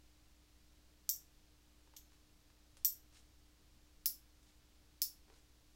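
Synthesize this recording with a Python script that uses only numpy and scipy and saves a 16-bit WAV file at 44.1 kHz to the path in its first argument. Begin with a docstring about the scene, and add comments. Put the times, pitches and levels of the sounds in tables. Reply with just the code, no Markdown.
"""A steel nail clipper bites through a fingernail four times, just above a wooden table in a small room.
Each bite is a millisecond crack that rings the jaws; the table and walls throw it back.
Around the bites the lever gives one double click, and fingers tap, rub and creak on the clipper.
Underneath lies a quiet bed of rumble, hiss and electrical hum."""
import sys
import numpy as np
from scipy import signal
from scipy.fft import rfft, irfft
from scipy.io import wavfile
from scipy.ndimage import uniform_filter1d, map_coordinates

SR = 44100
rng = np.random.default_rng(int(sys.argv[2]) if len(sys.argv) > 2 else 0)


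def store_pcm(level_fs):
    """Save levels as 16-bit WAV."""
    pcm = np.round(np.clip(level_fs, -1, 1) * 32767).astype(np.int16)
    wavfile.write(sys.argv[1], SR, np.atleast_2d(pcm).T)


N = 253575

# The nail gives way, each piece at its own pitch; halfway through, the hand changes grip:
# start_s, level_db, fullness_db, snap_hz, snap_db, grip (row of JAW_RESONANCES)
BITES = [(1.0917, -22.5, -5.5, 7200, 3.5, 0), (2.8483, -19, 0, 7500, 1, 0),
         (4.0584, -21.5, 5, 4900, 3.5, 1), (5.0185, -22, 3, 4640, 8, 1)]
# The jaws' two resonances, one row per grip: low_hz, low_db, high_hz, high_db
JAW_RESONANCES = [(5700, 8.5, 13250, 15), (5420, 8.5, 11450, 8)]
# Tone of the breaking nail: frequency_hz, gain_db
CRACK_EQ = [(500, -44.5), (1500, -20), (2300, -11.5), (2950, -15), (3600, -6), (4200, -6.5), (4950, -1.5),
            (6400, 1), (7900, 2), (9000, -7), (10200, -4.5), (12000, -2.5), (14200, 1), (15300, -0.5)]
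# The lever slips in its seat: start_s, level_db
LEVER_CLICKS = [(1.965, -49), (1.9675, -46)]
# Tone of the lever: frequency_hz, gain_db
LEVER_EQ = [(300, -26), (1400, -23), (2500, -5), (3700, -0.5), (4900, -4), (5950, 5), (8000, -2.5),
            (10000, -15), (11200, -9), (12600, 2), (14200, -5), (16000, -11)]
# Fingertips and nail knock on the clipper: start_s, level_db, tilt_db_per_octave, thud_hz
FINGER_TAPS = [(1.874, -62, -2.5, 1010), (1.9372, -58.5, -1.5, 855), (2.119, -64, 1, 1460),
               (2.502, -63.5, 1, 1380), (2.7694, -54.5, 5, 566), (3.139, -69, 11, 1000),
               (4.429, -65, 6, 1000)]
# Tone of a soft knock: frequency_hz, gain_db
KNOCK_EQ = [(150, -27), (420, 1.5), (650, -2.5), (1000, 3.5), (2400, -3.5), (5000, -9), (10000, -16.5),
            (16000, -48.5)]
# Skin slides on steel and nail: middle_s, half_length_s, level_db
SKIN_STROKES = [(2.133, 0.0093, -76), (2.775, .01, -79), (3.164, .027, -68), (4.484, .017, -73.5),
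                (5.31, 0.034, -81), (5.368, 0.026, -74)]
# Tone of rubbing skin: frequency_hz, gain_db
SKIN_EQ = [(150, -28.5), (450, -1), (1400, 6), (4200, 8.5), (7500, 5.5), (10500, -2), (16000, -35)]
# Early reflections off near surfaces: delay_s, level_db
REFLECTIONS = [(.0053, -3.5), (.0074, -8.5), (0.0123, -13), (.0205, -10.5)]
# Decay and tone of the reverb: frequency_hz, t60_s, gain_db
REVERB_BANDS = [(304, 0.35, -1.5), (2200, 0.3, -9), (3600, 0.24, -3), (5700, 0.24, -0.5), (9840, 0.25, 1),
                (13200, 0.19, 5.5), (15500, .19, 4.5)]
# Tone of the rumble and hiss: frequency_hz, gain_db
AIR_EQ = [(15, 1.5), (32, 0.5), (50, -4.5), (90, -7.5), (160, -13), (270, -17), (470, -20.5), (900, -24),
          (1900, -26), (4600, -24), (7000, -27.5), (9500, -32), (15500, -34)]
# Steady electrical hum: pitch_hz, rms_level_db
HUM_TONES = [(60, -71.5), (120, -91), (302.8, -80)]


def bites(body_hz=3800, treble_hz=9800, low_ring_db=-39, high_ring_db=-41, arm_hz=3620, arm_db=-42):
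    """Each crack drives the jaws' broad resonances; two ring on faintly, as does the sprung arm."""
    out = np.zeros(N)
    for start_s, db, fullness_db, snap_hz, snap_db, grip in BITES:
        low_hz, low_db, high_hz, high_db = JAW_RESONANCES[round(grip)]

        def bite_eq(hz):
            weight = 1 / (1 + (hz / body_hz) ** 6)
            sparkle = 1 - 1 / (1 + (hz / treble_hz) ** 12)
            snap = snap_db * bell(hz, snap_hz, width_hz=620)
            nail = curve(CRACK_EQ, hz) + fullness_db * (weight + sparkle) + snap
            jaws = low_db * bell(hz, low_hz, width_hz=340) + high_db * bell(hz, high_hz, width_hz=580)
            blades = 6 * bell(hz, 15500, width_hz=350)
            return nail + jaws + blades

        fracture = burst(length_s=0.0012, chatter_db=-10, chatter_t60_s=0.02)
        add(out, start_s, amp(db) * signal.fftconvolve(fracture, impulse(bite_eq)))
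        for hz, ring_db in (low_hz, low_db + low_ring_db), (high_hz, high_db + high_ring_db):
            add(out, start_s, amp(db + ring_db) * steel_ring(hz, spread_hz=280, t60_s=0.21, count=11))
        add(out, start_s, amp(db + arm_db) * steel_ring(arm_hz, spread_hz=180, t60_s=0.13, count=5))
    return out


def burst(length_s, chatter_db, chatter_t60_s, size=2048, smooth_bins=15):
    """The raw transient: a spray of tiny fractures trailed by weak chatter, even in spectrum."""
    t = np.arange(size) / SR
    envelope = np.exp(-(t / length_s) ** 4) + amp(chatter_db - 60 * t / chatter_t60_s)
    spectrum = rfft(envelope * rng.standard_normal(size))
    power = np.abs(uniform_filter1d(np.abs(spectrum) ** 2, smooth_bins))
    spray = irfft(spectrum / np.sqrt(power + 1e-12))[:size // 2]
    return spray / np.linalg.norm(spray) * np.sqrt(SR / 1000)  # the energy of 1 ms at rms 1


def steel_ring(hz, spread_hz, t60_s, count):
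    """A cluster of close steel modes dies away, each struck in its own phase."""
    t = np.arange(SR // 3) / SR
    modes_hz = hz + spread_hz * (np.linspace(-1, 1, count) + rng.uniform(-1, 1, count) / count)
    waves = np.sin(2 * np.pi * (modes_hz[:, None] * t + rng.random((count, 1))))
    return unit_rms(waves.sum(axis=0)) * amp(-60 * t / t60_s)


def lever(ring_hz=6385, ring_db=-18, ring_t60_s=0.069):
    """A light double click of steel on steel."""
    out, t = np.zeros(N), np.arange(SR // 4) / SR
    steel = impulse(lambda hz: curve(LEVER_EQ, hz))
    for start_s, db in LEVER_CLICKS:
        contact = burst(length_s=0.0018, chatter_db=-9, chatter_t60_s=0.013)
        add(out, start_s, amp(db) * signal.fftconvolve(contact, steel))
    start_s, db = LEVER_CLICKS[-1]  # the second, harder contact leaves the lever ringing
    add(out, start_s, amp(db + ring_db - 60 * t / ring_t60_s) * np.sin(2 * np.pi * ring_hz * t))
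    return out


def taps(base_thud_db=3, heavier_db_per_octave=17):
    """Fingers set the clipper on the nail; the further a thud sits below 1 kHz, the heavier it lands."""
    out = np.zeros(N)
    for start_s, db, tilt, thud_hz in FINGER_TAPS:
        thud_db = base_thud_db - heavier_db_per_octave * min(octaves(thud_hz), 0)
        add(out, start_s, amp(db) * knock(tilt, thud_hz, thud_db))
    return out


def knock(tilt_db_per_octave, thud_hz, thud_db):
    """A damped knock with a short thud: dull from flesh, brighter from the nail."""
    thud = lambda hz: thud_db * bell(hz, thud_hz, width_hz=90)
    finger = impulse(lambda hz: curve(KNOCK_EQ, hz) + tilt_db_per_octave * octaves(hz) + thud(hz))
    return signal.fftconvolve(burst(length_s=0.0031, chatter_db=-22, chatter_t60_s=0.032), finger)


def creak(start_s=5.2805, level_db=-56.5, swell_db=5.5, first_gap_s=0.0197, slowing=1.22, slips=3):
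    """The grip relaxes: skin slips on the lever, ever more slowly, hardest in the middle."""
    out = np.zeros(N)
    for k, place in enumerate(np.linspace(-1, 1, slips)):
        slip = knock(tilt_db_per_octave=-2, thud_hz=460, thud_db=8)
        add(out, start_s, amp(level_db - swell_db * place ** 2) * slip)
        start_s += first_gap_s * slowing ** k
    return out


def rubs(grain_db=4, slips_per_s=400, full_bright_db=-71, dulling_per_db=0.5):
    """Short strokes of skin swell and fade, grainy from stick and slip; the lighter, the duller."""
    out, t = np.zeros(N), np.arange(N) / SR
    slips = map_coordinates(rng.standard_normal(N // 8), [t * slips_per_s], order=1)
    friction = unit_rms(amp(grain_db * slips) * rng.standard_normal(N))
    for middle_s, half_length_s, db in SKIN_STROKES:
        swell = amp(db) * np.exp(-((t - middle_s) / half_length_s) ** 2 / 2)
        tilt_db_per_octave = dulling_per_db * min(db - full_bright_db, 0)
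        skin = impulse(lambda hz: curve(SKIN_EQ, hz) + tilt_db_per_octave * octaves(hz))
        out += signal.fftconvolve(swell * friction, skin)[:N]
    return out


def reverb(sound, scatter_db=-8, block=SR // 2):
    """Smeared early reflections and a diffuse tail, new each half second as if the hands had moved."""
    out, t = np.zeros(N), np.arange(block) / SR
    decay = [(hz, t60_s) for hz, t60_s, _ in REVERB_BANDS]
    room_eq = [(hz, db) for hz, _, db in REVERB_BANDS]
    build_up = 1 - np.exp(-(t / REFLECTIONS[0][0]) ** 2)  # the tail blooms with the first reflection
    for start in range(0, N, block):
        bands_hz, frames_s, spectrum = signal.stft(rng.standard_normal(block), SR, nperseg=256)
        fade = amp(-60 * frames_s / curve(decay, bands_hz)[:, None])
        tail = signal.istft(spectrum * fade, SR, nperseg=256)[1][:block] * build_up
        response = tail / np.linalg.norm(tail)
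        for delay_s, db in REFLECTIONS:
            smear = rng.standard_normal(32)
            smear *= amp(scatter_db) / np.linalg.norm(smear)
            smear[0] += 1  # the clean bounce leads its scatter
            add(response, delay_s, amp(db) * smear / np.linalg.norm(smear))
        add(out, start / SR, signal.fftconvolve(sound[start:start + block], response))
    return signal.fftconvolve(out, impulse(lambda hz: curve(room_eq, hz)))[:N]


def room_tone(air_db=-68):
    """A bed of soft rumble and hiss with a steady electrical hum."""
    t = np.arange(N) / SR
    hum = sum(amp(db) * np.sqrt(2) * np.sin(2 * np.pi * (hz * t + rng.random())) for hz, db in HUM_TONES)
    air_gain = amp(curve(AIR_EQ, np.fft.rfftfreq(2 * N, 1 / SR)))
    air = irfft(rfft(rng.standard_normal(2 * N)) * air_gain)[:N]
    return hum + amp(air_db) * unit_rms(air)


def impulse(eq, size=4096):
    """Minimum-phase impulse response of energy 1, shaped by eq(hz) in dB."""
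    gain = amp(eq(np.fft.rfftfreq(size, 1 / SR)))
    cepstrum = irfft(np.log(gain + 1e-6))
    cepstrum[1:size // 2] *= 2
    cepstrum[size // 2 + 1:] = 0
    response = irfft(np.exp(rfft(cepstrum)))
    return response / np.linalg.norm(response)


def bell(hz, centre_hz, width_hz):
    """A resonance's bell: 1 at its centre, half at width_hz to either side."""
    return 1 / (1 + ((hz - centre_hz) / width_hz) ** 2)


def curve(points, hz):
    """Read (frequency_hz, value) breakpoints on a log frequency axis."""
    points_hz, values = np.transpose(points)
    return np.interp(np.log(hz + 1), np.log(points_hz), values)


def octaves(hz):
    """Octaves above 1 kHz."""
    return np.log2((hz + 1) / 1000)


def amp(db):
    """Decibels to gain."""
    return 10 ** (np.asarray(db) / 20)


def unit_rms(sound):
    """Scale to rms 1."""
    return sound / np.sqrt(np.mean(sound ** 2) + 1e-20)


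def add(track, start_s, sound):
    """Mix a sound into the track at start_s."""
    part = track[max(round(start_s * SR), 0):][:len(sound)]
    part += sound[:len(part)]


def scene():
    """Mono mix: clipper and hands up close, their reverb, and room tone."""
    close = bites() + lever() + taps() + creak() + rubs()
    return (close + reverb(close) + room_tone())[None]


def record(dry, cutoff_hz=15880):
    """A steep low-pass shaves off the very top of the mix."""
    hz = np.fft.rfftfreq(2 * N, 1 / SR)
    lowpass = 1 / np.sqrt(1 + (hz / cutoff_hz) ** 400)
    return irfft(rfft(dry, 2 * N) * lowpass)[:, :N]


dry = scene()
out = record(dry)
store_pcm(out)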